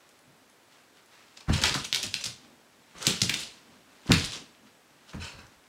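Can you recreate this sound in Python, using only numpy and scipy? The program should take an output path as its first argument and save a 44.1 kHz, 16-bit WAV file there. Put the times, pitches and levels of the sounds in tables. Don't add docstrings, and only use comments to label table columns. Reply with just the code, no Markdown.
import sys
import numpy as np
from scipy import signal
from scipy.fft import rfft, irfft, next_fast_len
from scipy.io import wavfile
from scipy.ndimage import uniform_filter1d, map_coordinates

SR = 44100
rng = np.random.default_rng(int(sys.argv[2]) if len(sys.argv) > 2 else 0)


def voltage_ratio(level):
    return 10 ** (np.asarray(level, float) / 20)


def transcribe(signal):
    frames = np.atleast_2d(signal).T
    limited = np.clip(frames, -1, 1)
    pcm = np.round(limited * 32767).astype(np.int16)
    wavfile.write(sys.argv[1], SR, pcm)


N = 250467


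def claws():
    life_cycles, edge_ms = 0.56, 0.4
    low_hz, edge_hz, dull_hz = 1700, 7000, 11000
    s, db, hz, tip_db = nails()[:, :, None]
    length = 90
    t = np.arange(length) / SR

    life = life_cycles * np.exp(0.092 * rng.standard_normal((len(s), 1))) / hz
    snap = np.sin(2 * np.pi * hz * t) * (1 - np.exp(-t / life / 0.26)) * np.exp(-t / life)
    snap = voltage_ratio(db) * snap / np.abs(snap).max(axis=1, keepdims=True)

    spit = rng.standard_normal((len(s), length)) * np.exp(-t * 1000 / edge_ms)
    spit = voltage_ratio(db + tip_db + 11) * spit / np.linalg.norm(spit, axis=1, keepdims=True)

    first = np.round((s - 0.4 / hz) * SR).astype(int)
    place = (first + np.arange(length)).ravel()
    snaps = np.bincount(place, snap.ravel(), N + SR)[:N]
    spits = np.bincount(place, spit.ravel(), N + SR)[:N]

    def edge_response(f):
        bright = (1j * f / (edge_hz + 1j * f) / (1 + 1j * f / 11000)) ** 3
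        return bright / (1 + 1j * f / dull_hz / 0.7 - (f / dull_hz) ** 2)

    def radiation(f):
        return (1j * f / (low_hz + 1j * f)) ** 3 / (1 + 1j * f / 11000) ** 2

    edge = voltage_ratio(11) * filtered(spits, edge_response)
    return voltage_ratio(2.5) * filtered(snaps + edge, radiation)


def nails():
    # time in seconds, peak in dB, pitch in Hz, number of clicks,
    # gap in ms.
    clusters = [
        (0.0911, -40.5, 6500, 3, 1.1),
        (0.4985, -45, 9000, 3, 1.3),
        (1.0602, -43, 10300, 2, .5),
        (1.3722, -42, 5500, 2, 1),
        (1.4065, -40, 4380, 2, 1.2),
        (1.8445, -28, 5200, 5, 1.7),
        (5.468, -40, 6500, 2, 0.37),
    ]
    # time in seconds, peak in dB, pitch in Hz.
    touches = [(0.191, -43, 10300), (0.785, -52, 3500), (1.646, -11, 2470), (1.668, -14, 3300),
               (1.672, -27, 2400), (1.75, -16, 4600), (1.8508, -20, 5610), (2.2716, -24, 4600),
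               (3.0186, -29, 3590), (3.1677, -26, 4000), (4.0189, -44, 3430), (4.0349, -43, 2520),
               (4.0765, -36, 4200), (4.1199, -4.5, 2430), (4.1276, -10, 4400), (4.138, -18.5, 3900),
               (4.55, -40, 2660), (4.9058, -44.5, 2840), (5.1335, -35, 2020), (5.1471, -32, 2270),
               (5.521, -52, 2760), (5.6403, -45, 2480)]
    # time in seconds, peak in dB,
    # pitch in Hz, edge in dB.
    taps = [(1.3738, -28.5, 4980, -23), (1.4093, -30, 4280, -27), (1.5996, -20, 3060, -30),
            (1.6168, -14, 6150, -12), (1.6176, -21, 3940, -13), (1.637, -4, 4200, -18),
            (1.6383, -4, 2380, -22), (1.6389, -2, 4260, -12), (1.6398, -11, 4100, -20),
            (1.6404, -5, 4330, -25), (1.6484, -12, 3030, -26), (1.6568, -5.5, 3620, -15),
            (1.6811, -14, 4720, -19), (1.682, -18, 4870, -20), (1.6938, -10, 3600, -24),
            (1.696, -10, 3780, -22), (1.726, -20, 3640, -14), (1.7311, -23, 4460, -24),
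            (1.7427, -11.5, 4270, -16), (1.7442, -9, 3880, -14), (1.7609, -17, 3640, -15),
            (1.7662, -22, 4310, -30), (1.9279, -2, 3470, -14), (1.9293, -13, 4490, -16),
            (1.9353, -13, 3760, -25), (1.9467, -3, 3640, -10), (1.948, -18, 3660, -16),
            (1.9489, -9, 4330, -14), (1.9534, -11.5, 4370, -16), (1.9602, -9, 4970, -15),
            (2.0297, -11, 5540, -5), (2.0303, -24, 4460, -15), (2.0313, -10, 5650, -20),
            (2.0357, -15, 5700, -13), (2.0651, -20, 6470, -11), (2.1413, -6.5, 4080, -19),
            (2.1425, -7, 3880, -16), (2.1439, -16.5, 3400, -8), (2.1507, -15.5, 3680, -17),
            (2.2398, -18, 4500, -20), (2.2406, -13, 4400, -28), (2.2434, -9, 5800, -20),
            (2.2442, -32, 6200, -18), (2.2467, -16, 6890, -20), (2.2567, -13.5, 4600, -18),
            (2.2605, -15, 4850, -18), (2.2634, -12, 6300, -16), (3.0113, -30, 3140, -23),
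            (3.0156, -30, 3720, -17), (3.0259, -19, 3660, -18)]
    # time in seconds, peak in dB, pitch in Hz, edge in dB.
    later_taps = [(3.0278, -13.5, 6530, -20), (3.0357, -29, 6000, -23), (3.0434, -29, 4450, -18),
                  (3.0517, -17, 3290, -25), (3.054, -21, 3130, -27), (3.0648, -19, 3440, -19),
                  (3.0683, 1.5, 4080, -10), (3.069, -10.5, 4090, 1), (3.0706, -9, 6250, 8),
                  (3.0785, -13, 3990, -12), (3.0822, -26, 4560, -14), (3.1066, -18, 3710, -22),
                  (3.1073, -9, 3360, -18), (3.1259, -14.5, 3300, -24), (3.2067, -21, 4670, -17),
                  (3.2096, -23, 4700, -15), (3.2172, -2, 4400, -18), (3.2187, -3, 4700, -10),
                  (3.2201, -0.5, 5400, -18), (3.2267, -12, 6370, -20), (3.2341, -21, 5640, -23),
                  (3.2349, -10, 5690, -18), (3.261, -26, 4070, -24), (3.2952, -5, 3400, -4),
                  (3.2977, -7, 3640, -12), (3.2989, -21, 3640, -22), (3.3396, -14, 3640, -12),
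                  (3.3415, -9.5, 3500, -5), (3.3429, -8.5, 3180, -12), (3.3475, -14, 6520, -15),
                  (3.3932, -21, 3370, -11), (3.3994, -20, 4740, -15), (4.0703, -30, 5290, -14),
                  (4.0945, -22, 3490, -22), (4.1191, 2, 3900, -12), (4.121, -1.5, 3430, -26),
                  (4.1218, -17, 3150, -26), (4.129, -14, 3700, -14), (4.1953, -23, 4020, -23),
                  (4.1981, -15, 4830, -19), (4.2426, -18, 4750, -18), (4.2432, -15, 3530, -12),
                  (4.2475, -19, 4280, -23), (4.2485, -14, 4380, -17), (4.3212, -19.5, 4460, -23),
                  (4.3229, -24, 3400, -14), (4.3351, -19, 3680, -20), (4.3573, -22, 4060, -18),
                  (5.0945, -33, 4000, -23), (5.1021, -34, 3800, -24)]
    loss_db, inner_nail_db, pitch_spread = 1.3, 4, 0.12

    rows = list(touches)
    for s, db, hz, many, gap_ms in clusters:
        for k in range(min(round(many), 6)):
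            gap_luck, pitch_luck = rng.standard_normal(2)
            start = s + k * gap_ms / 1000 * (1 + 0.074 * gap_luck)
            peak_db = db - loss_db * k - inner_nail_db * (k % 2)
            rows.append((start, peak_db, hz * np.exp(pitch_spread * pitch_luck)))
    s, db, hz = np.transpose(rows)
    tip_db = -7 + 10 * np.log2(hz / 4000) + 2.5 * rng.standard_normal(len(s))
    unlisted = [s, db, hz, np.minimum(tip_db, -4)]
    return np.hstack([unlisted, np.transpose(list(taps) + list(later_taps))])


def pings():
    # time in seconds, peak in dB, pitch in Hz, t60 in ms.
    notes_left = [(0.0911, -56, 6000, 8), (0.191, -55, 10400, 10), (0.4985, -54, 10300, 10),
                  (0.499, -55, 6350, 10), (0.499, -58, 8100, 8), (1.0602, -55, 10300, 10),
                  (1.6168, -28, 6700, 12), (1.6811, -19, 4960, 15), (1.7495, -20, 1500, 13),
                  (3.0706, -13, 7900, 5), (3.2349, -30, 6240, 10), (4.1192, -12, 7230, 5.4),
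                  (4.1195, -17, 8900, 5.4), (4.138, -14, 4520, 19), (3.2955, -15, 2390, 21),
                  (2.1415, -22.5, 2700, 11), (4.1445, -17, 2460, 16), (5.468, -52, 7200, 10)]
    out, t = np.zeros(N + SR), np.arange(SR // 20) / SR
    for s, db, hz, t60_ms in notes_left:
        decay = voltage_ratio(db - 60 * t * 1000 / t60_ms)
        out[round(s * SR):][:len(t)] += decay * np.sin(2 * np.pi * hz * t) * (1 - np.exp(-t * hz))
    return out[:N]


def skids():
    # time of most force in seconds, scratch in dB, time to fade 20 dB in ms,
    # pad drag in dB against the scratch.
    slides = [
        [(1.374, -43.5, 21, -8), (1.408, -45.5, 19, -4), (1.497, -38, 50, 9), (1.527, -43, 13, -11),
         (1.536, -25.5, 29, -16), (1.55, -32, 50, -8), (1.578, -33, 70, -1.5), (1.621, -27, 11, -2),
         (1.642, -33, 12, 15), (1.657, -23.5, 100, -9), (1.748, -24.5, 29, -2), (1.785, -34.5, 118, -21),
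         (1.843, -40, 10, -18), (1.848, -26.5, 25, -19), (1.96, -28, 84, -14), (2.04, -27, 50, -19.5),
         (2.17, -38, 210, -17.5), (2.212, -34, 17, -17), (2.26, -31, 41, -15)],
    ]
    later_slides = [
        [(2.953, -57, 16, 12), (2.965, -52, 61, 6.5), (2.984, -40.5, 37, -16), (3.022, -33, 61, -6),
         (3.055, -35.5, 100, -0.5), (3.08, -22, 69, -14.5), (3.16, -37.5, 280, -13), (3.24, -29.5, 71, -27),
         (3.3, -28, 17, -9), (3.35, -32.5, 140, -13), (3.405, -33, 115, -30)],
        [(4.058, -59, 55, -2), (4.078, -39.5, 62, -3.5), (4.112, -30.5, 42, 9), (4.142, -24.5, 27, -26),
         (4.185, -28.5, 170, -12), (4.255, -28.5, 34, -20), (4.335, -32, 74, -10.5)],
        [(5.085, -51.5, 60, -5), (5.1, -48, 46, -12), (5.135, -48, 14, 9), (5.15, -51.5, 57, 7),
         (5.21, -50, 50, -6), (5.225, -41, 72, -6), (5.3, -52, 120, 2), (5.25, -39.5, 73, -7.5),
         (5.345, -58.5, 110, 4.5), (5.4, -55, 140, 4.5)],
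    ]
    # time in seconds, level in dB, time to fade 20 dB in ms.
    brakes = [
        (1.2, -66, 200),
        (4.122, -20.5, 12),
        (1.655, -28, 47),
        (1.752, -46, 33),
        (3.299, -32.5, 36),
        (4.142, -32, 60),
        (5.136, -56, 38),
    ]
    # frequency in Hz, level in dB.
    scratch_colour = [(900, -7), (1800, -3), (3000, 7.5), (4500, 5.5), (7000, 2), (9500, -7),
                      (12000, -20.5), (16000, -29)]
    # frequency in Hz, level in dB.
    drag_colour = [(200, -25), (400, -3), (750, -4), (1100, 0), (1600, 0), (2300, -8), (4000, -35)]
    # frequency in Hz, level in dB.
    rasp_colour = [(1100, -35), (1600, -3.5), (2250, -1), (2700, 0.5), (3300, -33)]

    scratch = coloured(patchy(gritty(3.5, 2200), 3.5), scratch_colour)
    drag = coloured(gritty(2.5, 300), drag_colour)
    nail_gain, pad_gain = pairs(sum(slides + later_slides, []), rise=0.46)
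    rasp = strokes(brakes, rise=0.47) * coloured(gritty(4.1, 600), rasp_colour)
    return voltage_ratio(-5.0) * nail_gain * scratch + voltage_ratio(-5.5) * pad_gain * drag + rasp


def swishes():
    # time in seconds, level in dB, time to fade 20 dB in ms.
    flat_slides = [(1.535, -45, 40), (1.57, -49, 80), (1.625, -41, 25), (1.762, -46, 20), (1.79, -60, 90),
                   (1.852, -43, 25), (3.11, -51, 58), (3.3, -41, 40), (3.405, -42.5, 52), (2.048, -44, 10),
                   (4.198, -49, 6), (4.25, -41, 31)]
    # frequency in Hz, level in dB.
    swish_colour = [(5000, -30), (7500, 6), (9500, 0), (12000, -8), (14000, -12), (16000, -18)]
    return strokes(flat_slides, rise=0.36) * coloured(gritty(2.5, 1500), swish_colour)


def thumps():
    # time in seconds, peak in dB, deep joist level in dB,
    # softness in ms, board pitch in semitones (set by the spot).
    weight_shifts = [(0.274, -49.5, -45, 3, 1), (1.483, -19.5, -8, 4.7, 0.5), (1.4962, -14, -26, 2.7, 1),
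                     (1.52, -23.5, -16, 5.4, -3.5), (1.55, -31, -26, 3.5, -1), (1.617, -29.5, -13.5, 2.7, 7),
                     (1.648, -35, -25, 3, -8), (1.706, -33, -16, 2, -1.5), (1.752, -29, -24, 1.4, 0),
                     (1.927, -42.5, -26, 0.64, 0), (2.057, -35.5, -17, 4.1, -5.5), (2.147, -41, -27, 2.5, 1),
                     (2.258, -36.5, -22, 3, -2), (2.951, -49.5, -17, 0.82, 4), (3.001, -47, -34, 1.1, 0.5),
                     (3.071, -19.5, -31, 2.6, 2), (3.218, -19.5, -31, 3.4, -1.5), (3.095, -27.5, -30, 2.3, 6),
                     (3.24, -25.5, -34, 2.3, 1.5), (3.299, -34.5, -42, 1.4, 1.5), (3.346, -44, -28, 1.7, 0),
                     (4.059, -45, -22.5, 1.1, 7), (4.092, -9.5, -19.5, 4.6, 3), (4.1034, -10.5, -33, 1.95, 1),
                     (4.127, -18.5, -23, 3.4, -0.5), (4.15, -24, -30, 4.3, -0.5), (4.173, -27.5, -27, 5.1, 0.5),
                     (4.237, -33.5, -11, 7.1, -4.5), (4.29, -45, -25, 3, 0), (4.36, -43.5, -24, 2, 2.5),
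                     (4.901, -55, -25, 8.2, 1), (5.133, -48, -27, 2.3, 2), (5.145, -33, -10.5, 1.6, 1),
                     (5.18, -37.5, -8.5, 3.2, -2), (5.339, -45.5, -5, 4, -3),
                     (1.8, -47, -8, 5.6, -2),
        (5.214, -43, -22, 1.9, -2.5),
        (5.385, -44.5, -18, 2.9, 8),
        (5.435, -46.5, -15, 3.8, -1.5),
        (5.56, -59, -7, 6.9, -1),
    ]
    # frequency in Hz, width in Hz, level in dB.
    boards = [(132, 14.8, -0.5), (198, 19.5, -3.5), (271, 49, -7.5), (396, 57, -10.5), (584, 310, -14.5),
              (883, 36, -3.5), (1295, 650, -13.5)]
    # frequency in Hz, width in Hz, level in dB.
    joists = [(50, 55, 6.5), (84.4, 12, 12), (100, 26, -5.5)]

    out, size = np.zeros(N + SR), 16384
    hz = np.fft.rfftfreq(size, 1 / SR)
    board_response, joist_response = body(boards), body(joists)
    for s, db, deep_db, soft_ms, semitones in weight_shifts:
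        push = 1 / (1 + 2j * np.pi * hz * np.clip(soft_ms, 0.5, 9) / 6000) ** 3
        ring = board_response(hz / 2 ** (semitones / 12)) + voltage_ratio(deep_db + 2) * joist_response(hz)
        out[round(s * SR):][:size] += voltage_ratio(db + 51.5) * irfft(push * ring, size)
    return out[:N]


def fitting():
    # time in seconds, level in dB, time to fade 20 dB in ms.
    shakes = [
        (1.532, -35, 53),
        (1.565, -37.5, 70),
        (1.62, -31, 29),
        (5.207, -47, 40),
        (5.228, -43, 40),
        (5.247, -46.5, 94),
        (5.28, -47.5, 86),
        (5.32, -56, 122),
        (5.39, -50.5, 54),
    ]
    # frequency in Hz, width in Hz, level in dB.
    metal = [(942, 49, 1), (1500, 200, -1), (2610, 240, 2.5), (3060, 86, 1), (4030, 140, -0.5),
             (4490, 47, 2.5), (5260, 35, 4.5), (5770, 90, -21), (6250, 110, -22), (7200, 90, -11),
             (9000, 66, -22), (10400, 90, -24), (11300, 120, -27)]
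    return strokes(shakes, rise=0.49) * unit(filtered(gritty(2.5, 400), body(metal)))


def kitchen(x, wet_db, count=40):
    # frequency in Hz, t60 in seconds.
    decay_times = [(60, 0.18), (250, 0.34), (700, 0.23), (1800, 0.32), (5000, 0.34), (9000, 0.26),
                   (14000, 0.26)]
    # frequency in Hz, level in dB.
    echo_colour = [(60, 13.5), (400, 9), (1200, 1.5), (3000, -2.5), (7000, -3), (9500, 1.5), (11000, -1),
                   (13000, -1.5), (16000, -2)]
    out, size = np.zeros(N + 2 * SR), N // count + 1
    for k in range(count):
        hz, t, z = signal.stft(rng.standard_normal(SR * 3 // 4), SR, nperseg=256)
        decay_db = along(echo_colour, hz)[:, None] - 60 * t / along(decay_times, hz)[:, None]
        tail = signal.istft(z * voltage_ratio(decay_db), SR, nperseg=256)[1]
        after = np.arange(len(tail)) / SR
        tail = tail * (1 - 0.75 * np.exp(-after / 0.005))
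        answer = signal.fftconvolve(x[k * size:(k + 1) * size], tail / np.linalg.norm(tail))
        out[k * size:][:len(answer)] += answer
    return voltage_ratio(wet_db) * out[:N]


def house():
    # time in seconds, rustle in dB, time to fade 20 dB in ms,
    # murmur in dB against the rustle.
    stirs = [(0.01, -66, 300, -22), (0.13, -70, 200, 4), (0.3, -73, 400, 8), (0.42, -73, 150, 7),
             (0.5, -60, 16, -21), (0.73, -59.5, 250, -30), (0.79, -64, 80, -20), (0.976, -57.5, 104, -19),
             (1.14, -57, 200, -40), (1.19, -58.5, 300, -40), (1.33, -63.5, 500, -7.5),
             (2.45, -60.5, 328, 3), (2.6, -70, 90, 7), (2.8, -68, 400, 0), (2.92, -62, 400, -4),
             (3.58, -61.5, 400, -2.5), (3.712, -60.5, 496, 2), (3.94, -61, 500, -10),
             (4.42, -68.5, 150, 16), (4.48, -63, 252, -1), (4.64, -75.5, 150, 15), (4.668, -59.5, 123, -28),
             (5.03, -62, 400, -3), (5.52, -64.5, 151, -5), (5.66, -66, 196, -1)]
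    # frequency in Hz, level in dB.
    murmur_colour = [(15, -54), (25, -14), (139, -8.5), (166, -7.5), (253, 2), (328, -10), (405, -12.5),
                     (1200, -17.5), (1560, -68), (2640, -120)]
    # frequency in Hz, level in dB.
    traffic_colour = [(20, -33), (40, -38), (90, -5.5), (200, -6.5), (400, -12), (800, -26)]
    # frequency in Hz, level in dB.
    rustle_colour = [(500, -15), (1000, 0), (2000, -1), (4000, -3.5), (8000, -12.5), (12000, -24)]

    rustle_gain, swell = pairs(stirs, rise=0.47)
    murmur_gain = np.hypot(swell, voltage_ratio(-73)) * voltage_ratio(wobble(23.0))
    murmur = murmur_gain * coloured(rng.standard_normal(N), murmur_colour)
    traffic = voltage_ratio(-70) * coloured(rng.standard_normal(N), traffic_colour)
    rustle = rustle_gain * voltage_ratio(-0.5 + wobble(3.72)) * coloured(gritty(1.84, 400), rustle_colour)
    return murmur + traffic + rustle


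def strokes(rows, rise):
    power, t = np.zeros(N), np.arange(N) / SR
    for s, db, fade_ms in rows:
        fade = max(fade_ms, 3) / 1000
        near = slice(max(0, int((s - 3 * fade) * SR)), int((s + 3 * fade) * SR))
        away = np.maximum(t[near] - s, (s - t[near]) / np.clip(rise, 0.05, 1))
        power[near] += voltage_ratio(db - 20 * away / fade) ** 2
    return np.sqrt(power)


def pairs(rows, rise):
    first = [row[:3] for row in rows]
    second = [(s, db + relative_db, ms) for s, db, ms, relative_db in rows]
    return strokes(first, rise), strokes(second, rise)


def gritty(spread_db, rate):
    return rng.standard_normal(N) * voltage_ratio(spread_db * np.minimum(wobble(rate), 2.4))


def patchy(x, patch_db):
    z = signal.stft(x, nperseg=128)[2]
    field = uniform_filter1d(rng.standard_normal(z.shape), size=3, axis=0)
    field = uniform_filter1d(field, size=4, axis=1)
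    return signal.istft(z * voltage_ratio(patch_db * unit(field)), nperseg=128)[1][:N]


def wobble(rate):
    knots = rng.standard_normal(int(N * rate / SR) + 4)
    return map_coordinates(knots, [np.arange(N) * rate / SR])


def body(modes):
    def response(f):
        total = 0
        for k, (centre, width, db) in enumerate(modes):
            damping = 1j * f * width
            total = total + (-1) ** k * voltage_ratio(db) * damping / (centre * centre - f * f + damping)
        return total
    return response


def filtered(x, response):
    m = next_fast_len(N + SR // 2)
    return irfft(rfft(x, m) * response(np.fft.rfftfreq(m, 1 / SR)), m)[:N]


def coloured(x, spectrum):
    return unit(filtered(x, lambda hz: voltage_ratio(along(spectrum, hz))))


def along(points, hz):
    f, v = np.transpose(points)
    return np.interp(np.log(hz + 1), np.log(f + 1), v)


def unit(x):
    return x / np.sqrt(np.mean(x ** 2) + 1e-20)


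def scene():
    clicks = claws() + pings()
    slides = skids() + fitting()
    weight = thumps()
    room = kitchen(clicks, wet_db=-2.5) + kitchen(slides, wet_db=-3) + kitchen(weight, wet_db=-12.5)
    return (clicks + slides + weight + room + house() + swishes())[None]


def roll_off(x):
    return signal.sosfilt(signal.butter(12, 16820, fs=SR, output="sos"), x)


def record(dry):
    # frequency in Hz, level in dB.
    hiss_colour = [(180, -26), (300, 2.5), (577, 2), (1000, 0), (1310, -1), (1630, -1), (2170, -3.5),
                   (7760, -11.5), (15200, -23), (16500, -49)]
    # frequency in Hz, rms level in dB.
    tones = [(7881, -80), (10497, -88)]
    # frequency in Hz, level in dB.
    band_limit = [(15700, 0), (15900, -6), (16050, -30), (16780, -33), (16900, -90)]

    hiss = voltage_ratio(-61.5) * coloured(rng.standard_normal(N), hiss_colour)
    t = np.arange(N) / SR
    whine = sum(voltage_ratio(db - 1.5 + 3.5 * wobble(65)) * np.sin(2 * np.pi * hz * t) for hz, db in tones)
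    heard = filtered(dry[0] + hiss + whine, lambda hz: (1j * hz / (42 + 1j * hz)) ** 2)
    heard = heard / (1 + np.abs(heard / 1.2) ** 4) ** (1 / 4)
    heard = filtered(heard, lambda hz: voltage_ratio(along(band_limit, hz)))
    return roll_off(heard[None])


dry = scene()
out = record(dry)
transcribe(out)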